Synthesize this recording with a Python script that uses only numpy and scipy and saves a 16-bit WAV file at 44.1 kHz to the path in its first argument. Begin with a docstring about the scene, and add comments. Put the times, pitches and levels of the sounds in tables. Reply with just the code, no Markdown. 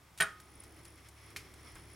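"""A small quiet room with a low hum, where a gloved finger sets the minute hand of a wooden mantel clock.
A lever inside slips, drops, rattles and squeaks, ringing the metal plates and the case. The escapement,
the part that keeps time, ticks faintly. The glass door gives a quick double click as it starts to swing,
then knocks softly. A faint whirr with high chirps, probably a camera's focus motor, runs underneath."""
import sys
import numpy as np
from scipy import signal
from scipy.fft import rfft, irfft
from scipy.io import wavfile
from scipy.ndimage import uniform_filter1d

SR = 44100
rng = np.random.default_rng(int(sys.argv[2]) if len(sys.argv) > 2 else 0)


def store_wav(level_fs):
    """Save 16-bit WAV to argv[1]."""
    pcm = np.round(np.clip(np.atleast_2d(level_fs), -1, 1) * 32767)
    wavfile.write(sys.argv[1], SR, pcm.T.astype(np.int16))


N = 85995
T = np.arange(N) / SR
FREQS_HZ = np.maximum(np.fft.rfftfreq(N, 1 / SR), 1)
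NARROW_DB, WIDE_DB = -14.5, -8.5  # how much a noise differs between the ears


def amp(db):
    """Turn decibels into a gain."""
    return 10 ** (np.asarray(db) / 20)


def curve(rows):
    """Join (time_s, level_db) points with straight lines."""
    return np.interp(T, *np.array(rows).T)


def colour(points):
    """A tone colour: how strong each frequency is compared with the others."""
    hz, db = np.array(points).T
    return amp(np.interp(np.log(FREQS_HZ), np.log(hz), db))


def noise(gain, width_db):
    """Stereo noise of level 1 in a given colour; the bass is alike in both ears."""
    mid, side = rfft(rng.standard_normal((2, N))) * gain
    side = side * amp(width_db) * FREQS_HZ / (FREQS_HZ + 100)
    out = irfft(np.array([mid + side, mid - side]), N)
    return out / out.std()


def wander(rate_hz):
    """A smooth random drift, mostly between -1 and 1."""
    knots = uniform_filter1d(np.repeat(rng.standard_normal(2048), 4), size=4)
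    return 1.2 * np.interp(8 * rate_hz * T, np.arange(len(knots)), knots)


def strike(start_s, fade_s, rise_s):
    """The loudness of a hit: it rises fast and falls 60 dB in fade_s."""
    age = np.maximum(T - start_s, 0)
    return np.minimum(age / rise_s, 1) * np.exp(-np.log(1000) * np.minimum(age / fade_s, 10))


def ring(notes, hits):
    """An object's own notes fade away; each (start_s, level_db) hit tops up their energy."""
    out, first = np.zeros(N), int(hits[0][0] * SR)
    span = slice(first, first + N // 4)
    t = T[span]
    for hz, db, fade_s in notes:
        energy = sum((t > start) * amp(hit_db - 60 * np.maximum(t - start, 0) / fade_s) ** 2
                     for start, hit_db in hits)
        out[span] += amp(db) * np.sqrt(energy) * np.sin(2 * np.pi * hz * (t - t[0]))
    return out


# The hum's notes: pitch_hz, level_db
HUM_NOTES = [(70, -63.5), (106, -67)]
# How those notes swell: time_s, gain_db
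HUM_SWELL = [(0, -4), (.6, -0.5), (1.95, 4)]
# The rustle's loudness: time_s, level_db
RUSTLE_LOUDNESS = [(0, -72.5), (.4, -66), (.6, -60.5), (.8, -61), (1.0, -64), (1.19, -69), (1.32, -59),
                   (1.55, -60.5), (1.95, -60.5)]
# The rustle's colour: pitch_hz, gain_db
RUSTLE_COLOUR = [(40, -5.5), (130, -3), (220, -9.5), (330, -1), (480, -11.5), (900, -19.5), (2000, -36)]
# The colour of the room's air: pitch_hz, gain_db
AIR_COLOUR = [(25, -9), (60, -12.5), (130, 1), (200, -10), (500, -14.5), (800, -9.5), (1200, -11),
              (2000, -15.5), (4000, -22), (9000, -23.5), (16000, -28.5)]

def background():
    """Still air, a hum that wavers in pitch, and a low rustle that comes and goes."""
    hum = 0
    for hz, db in HUM_NOTES:
        pitch_hz = hz * (1 + 0.028 * wander(9.7))
        hum += amp(db) * np.sqrt(2) * np.sin(2 * np.pi * np.cumsum(pitch_hz) / SR)
    rustle = amp(curve(RUSTLE_LOUDNESS)) * noise(colour(RUSTLE_COLOUR), WIDE_DB)
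    air = amp(-63) * noise(colour(AIR_COLOUR), WIDE_DB)
    return amp(curve(HUM_SWELL)) * hum + rustle + air


# Pitches where the motor whirrs most: pitch_hz, width_hz, gain_db
WHIRR_PEAKS = [(1210, 200, 0), (2090, 384, 1), (3320, 280, -5), (4260, 190, -9), (5390, 460, -3.5),
               (9900, 690, -8)]
# The whirr's loudness: time_s, level_db
WHIRR_LOUDNESS = [(0, -73), (.38, -67.5), (.6, -64.5), (.85, -63), (1.1, -63.5), (1.42, -60.5),
                  (1.58, -63.5), (1.73, -59.5), (1.95, -62.5)]
# The chirps' loudness: time_s, level_db
CHIRP_LOUDNESS = [(0, -85), (.38, -87), (.42, -65), (.55, -63.5), (.8, -60), (.97, -62), (1.08, -74.5),
                  (1.27, -63.5), (1.47, -76), (1.65, -62), (1.95, -60)]
# Two chirps that stand out: start_s, level_db
STRONG_CHIRPS = [(0.551, -61), (0.5996, -51)]

def motor():
    """A small motor whirrs faintly, with an uneven string of high chirps."""
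    chirp_hz, chirp_width_hz, chirps_per_s, strong_length_s = 9830, 260, 56, 0.011
    power = sum(amp(db) ** 2 / (1 + (2 * (FREQS_HZ - hz) / width) ** 2) for hz, width, db in WHIRR_PEAKS)
    whirr = amp(curve(WHIRR_LOUDNESS) + 1.8 * wander(18)) * noise(np.sqrt(power), WIDE_DB)
    chirp_count = np.cumsum(chirps_per_s * (1 + 0.303 * wander(14.83))) / SR
    pulses = np.sin(np.pi * chirp_count) ** 6 * amp(curve(CHIRP_LOUDNESS) - 1.5 * wander(18))
    for start, db in STRONG_CHIRPS:
        pulses += amp(db) * np.sin(np.pi * np.clip((T - start) / strong_length_s, 0, 1)) ** 2
    high_band = np.exp(-((FREQS_HZ - chirp_hz) / chirp_width_hz) ** 2)
    return whirr + pulses * noise(high_band, NARROW_DB)


# The lever's slips before it drops: start_s, level_db, fade_s
SLIP_CLICKS = [(0.1755, -49.5, 0.2), (.1872, -39.5, .005)]
# Their colour: pitch_hz, gain_db
SLIP_COLOUR = [(500, -20), (2000, 0), (3500, -1), (5500, -3), (9000, 1), (11000, -1), (16000, -19)]

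def lever_slips():
    """The lever creeps to the edge of the shaped wheel it rests on, with small bright clicks."""
    clicks = sum(amp(db) * strike(start, fade_s, rise_s=0.0003) for start, db, fade_s in SLIP_CLICKS)
    return clicks * noise(colour(SLIP_COLOUR), NARROW_DB)


# The falling lever's hits: start_s, ring_gain_db, crack_gain_db
LEVER_HITS = [(0.2016, -10, -4), (.2036, -2, -1), (.2080, 2.5, -0.5), (0.2205, 1, -4.5)]
# The notes of the plates and case: pitch_hz, gain_db, fade_s
CASE_NOTES = [(161.3, -15.5, 0.071), (414.3, -18.5, 0.22), (650, -11.5, 0.11), (672.7, -17.5, 0.18),
              (810, -17, 0.14), (1102, -10, 0.043), (1254, -21, 0.57), (1443, -9, 0.18), (1505, 1, 0.04),
              (1674, -13, 0.13), (1806, -2.5, 0.08), (1831, 1.5, 0.088), (1969, -15, .08),
              (2461, -11.5, 0.12), (3178, 1, 0.026), (3795, -12, 0.063)]
# The colour of each sharp crack: pitch_hz, gain_db
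CRACK_COLOUR = [(40, -38), (140, -18), (300, -38), (520, -15.5), (750, -13), (1100, -3.5), (1800, 2.5),
                (2700, -5), (5000, -13.5), (8000, -16), (11000, -14.5), (16000, -31)]
# The colour of the after-ring in the gears and hollow case: pitch_hz, gain_db
AFTER_RING_COLOUR = [(200, -12), (700, -16), (1000, -15.5), (1400, 2.5), (1850, -2.5), (2300, -12.5),
                     (5000, -22), (7500, -23.5), (10000, -26), (16000, -42)]

def lever_drop():
    """Each hit cracks, rings the plates and case, and leaves a blurred after-ring."""
    ring_db, crack_db, after_db = -29, -27, -39
    notes = ring(CASE_NOTES, [(start, ring_db + db) for start, db, _ in LEVER_HITS])
    crack_power = after_power = 0
    for start, ring_gain_db, crack_gain_db in LEVER_HITS:
        crack_power += (amp(crack_db + crack_gain_db) * strike(start, fade_s=0.074, rise_s=0.00013)) ** 2
        after_power += (amp(after_db + ring_gain_db) * strike(start, fade_s=0.27, rise_s=0.0067)) ** 2
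    crack = np.sqrt(crack_power) * noise(colour(CRACK_COLOUR), NARROW_DB)
    after_ring = np.sqrt(after_power) * noise(colour(AFTER_RING_COLOUR), WIDE_DB)
    return notes + crack + after_ring


# The sliding lever's squeaks: start_s, length_s, pitch_hz, level_db
LEVER_SQUEAKS = [(0.207, 0.0034, 9900, -27.5), (0.207, 0.01, 8940, -30), (0.2203, 0.0043, 9800, -34),
                 (.2220, .012, 8950, -30.5), (0.235, 0.0064, 9840, -45)]

def lever_squeaks():
    """Metal slides on metal in short, nearly pure squeals, a little to the right."""
    edge_s, right_lead_db = 0.0024, 3.5
    out, wobble = 0, 1 + 0.008 * wander(400)
    for start, length, hz, db in LEVER_SQUEAKS:
        rise = np.clip((T - start) / edge_s, 0, 1)
        fall = np.exp(-np.maximum(T - start - length + edge_s, 0) / edge_s)
        out += amp(db) * rise * fall * np.sin(2 * np.pi * np.cumsum(hz * wobble) / SR)
    return out * amp([[-right_lead_db / 2], [right_lead_db / 2]])


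# The clock's ticks: start_s, gain_db
TICK_BEATS = [(0.4, 0), (.6355, -1), (0.8517, 0), (1.0856, -1.5), (1.3030, -5), (1.5378, -2.5),
              (1.7536, -2.5)]
# Their colour: pitch_hz, gain_db
TICK_COLOUR = [(300, -15), (1500, 1.5), (3200, -3.5), (4500, -1), (6000, -4), (8800, 3), (12000, -4),
               (16000, -14)]

def ticking():
    """The escapement makes light, bright ticks inside the case."""
    beats = sum(amp(db) * strike(start, fade_s=0.046, rise_s=0.001) for start, db in TICK_BEATS)
    return amp(-49.5) * beats * noise(colour(TICK_COLOUR), NARROW_DB)


# The hinge's clicks: start_s, gain_db, treble_lift_db_per_octave
HINGE_CLICKS = [(1.3621, -2, 0.5), (1.3674, -5, 2)]
# The notes of the door's brass rim: pitch_hz, level_db, fade_s
RIM_NOTES = [(1570, -51, .04), (1907, -42, .04), (2177, -39.5, 0.058), (2340, -49, 0.043)]
# The clicks' colour: pitch_hz, gain_db
HINGE_COLOUR = [(200, -15), (800, -13.5), (1400, -10), (1800, -3.5), (2150, 3), (2700, -5), (6000, -9.5),
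                (8000, -14.5), (10500, -10.5), (16000, -29)]

def door_hinge():
    """The hinge lets go with two quick clicks; the first rings the rim."""
    out = ring(RIM_NOTES, [HINGE_CLICKS[0][:2]])
    octaves_up = np.log2(np.maximum(FREQS_HZ, 1000) / 1000)
    for start, db, lift in HINGE_CLICKS:
        snap = strike(start, fade_s=0.035, rise_s=0.00038)
        tail = amp(-12.5) * strike(start, fade_s=0.23, rise_s=0.0044)
        hiss = noise(colour(HINGE_COLOUR) * amp(lift * octaves_up), NARROW_DB)
        out = out + amp(-35.5 + db) * (snap + tail) * hiss
    return out


# The colour of the door's knock: pitch_hz, gain_db
KNOCK_COLOUR = [(500, -18), (1200, -9), (2200, -12), (6000, -30)]

def door_knock():
    """The swinging door knocks softly, and the case rocks with a deep thump."""
    start_s, thump_hz, thump_s = 1.753, 45.3, 0.011
    age = T - start_s
    thump = amp(-47) * np.exp(-(age / thump_s) ** 2) * np.sin(2 * np.pi * thump_hz * age)
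    knock = amp(-50) * strike(start_s, fade_s=0.14, rise_s=0.0096)
    return thump + knock * noise(colour(KNOCK_COLOUR), NARROW_DB)


def room(sound):
    """The walls add a short, soft echo whose treble dies first."""
    gap_s, echo_db = 0.0025, -16.5
    lows = 1 / (1 + (FREQS_HZ / 4000) ** 2)
    low_tail = noise(lows, width_db=-11) * strike(gap_s, fade_s=0.35, rise_s=0.0031)
    high_tail = noise(1 - lows, width_db=-26) * strike(gap_s, fade_s=0.29, rise_s=0.0023)
    tail = low_tail + 1.45 * high_tail
    tail /= np.sqrt(np.sum(tail ** 2) / 2)
    return sound + amp(echo_db) * signal.fftconvolve(sound, tail, axes=1)[:, :N]


def scene():
    """The clock in its room, over the quiet background and the motor."""
    squeaks, no_echo_share = lever_squeaks(), 0.28
    lever = lever_slips() + lever_drop() + (1 - no_echo_share) * squeaks
    clock = lever + ticking() + door_hinge() + door_knock()
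    return background() + motor() + room(clock) + no_echo_share * squeaks


def record(dry):
    """Thin out the deepest bass and cut the highest treble."""
    low_hz, top_hz = 26, 16000
    thinned = signal.sosfilt(signal.butter(2, low_hz, "high", fs=SR, output="sos"), dry)
    return signal.sosfilt(signal.ellip(10, 0.2, 70, top_hz, fs=SR, output="sos"), thinned)


dry = scene()
out = record(dry)
store_wav(out)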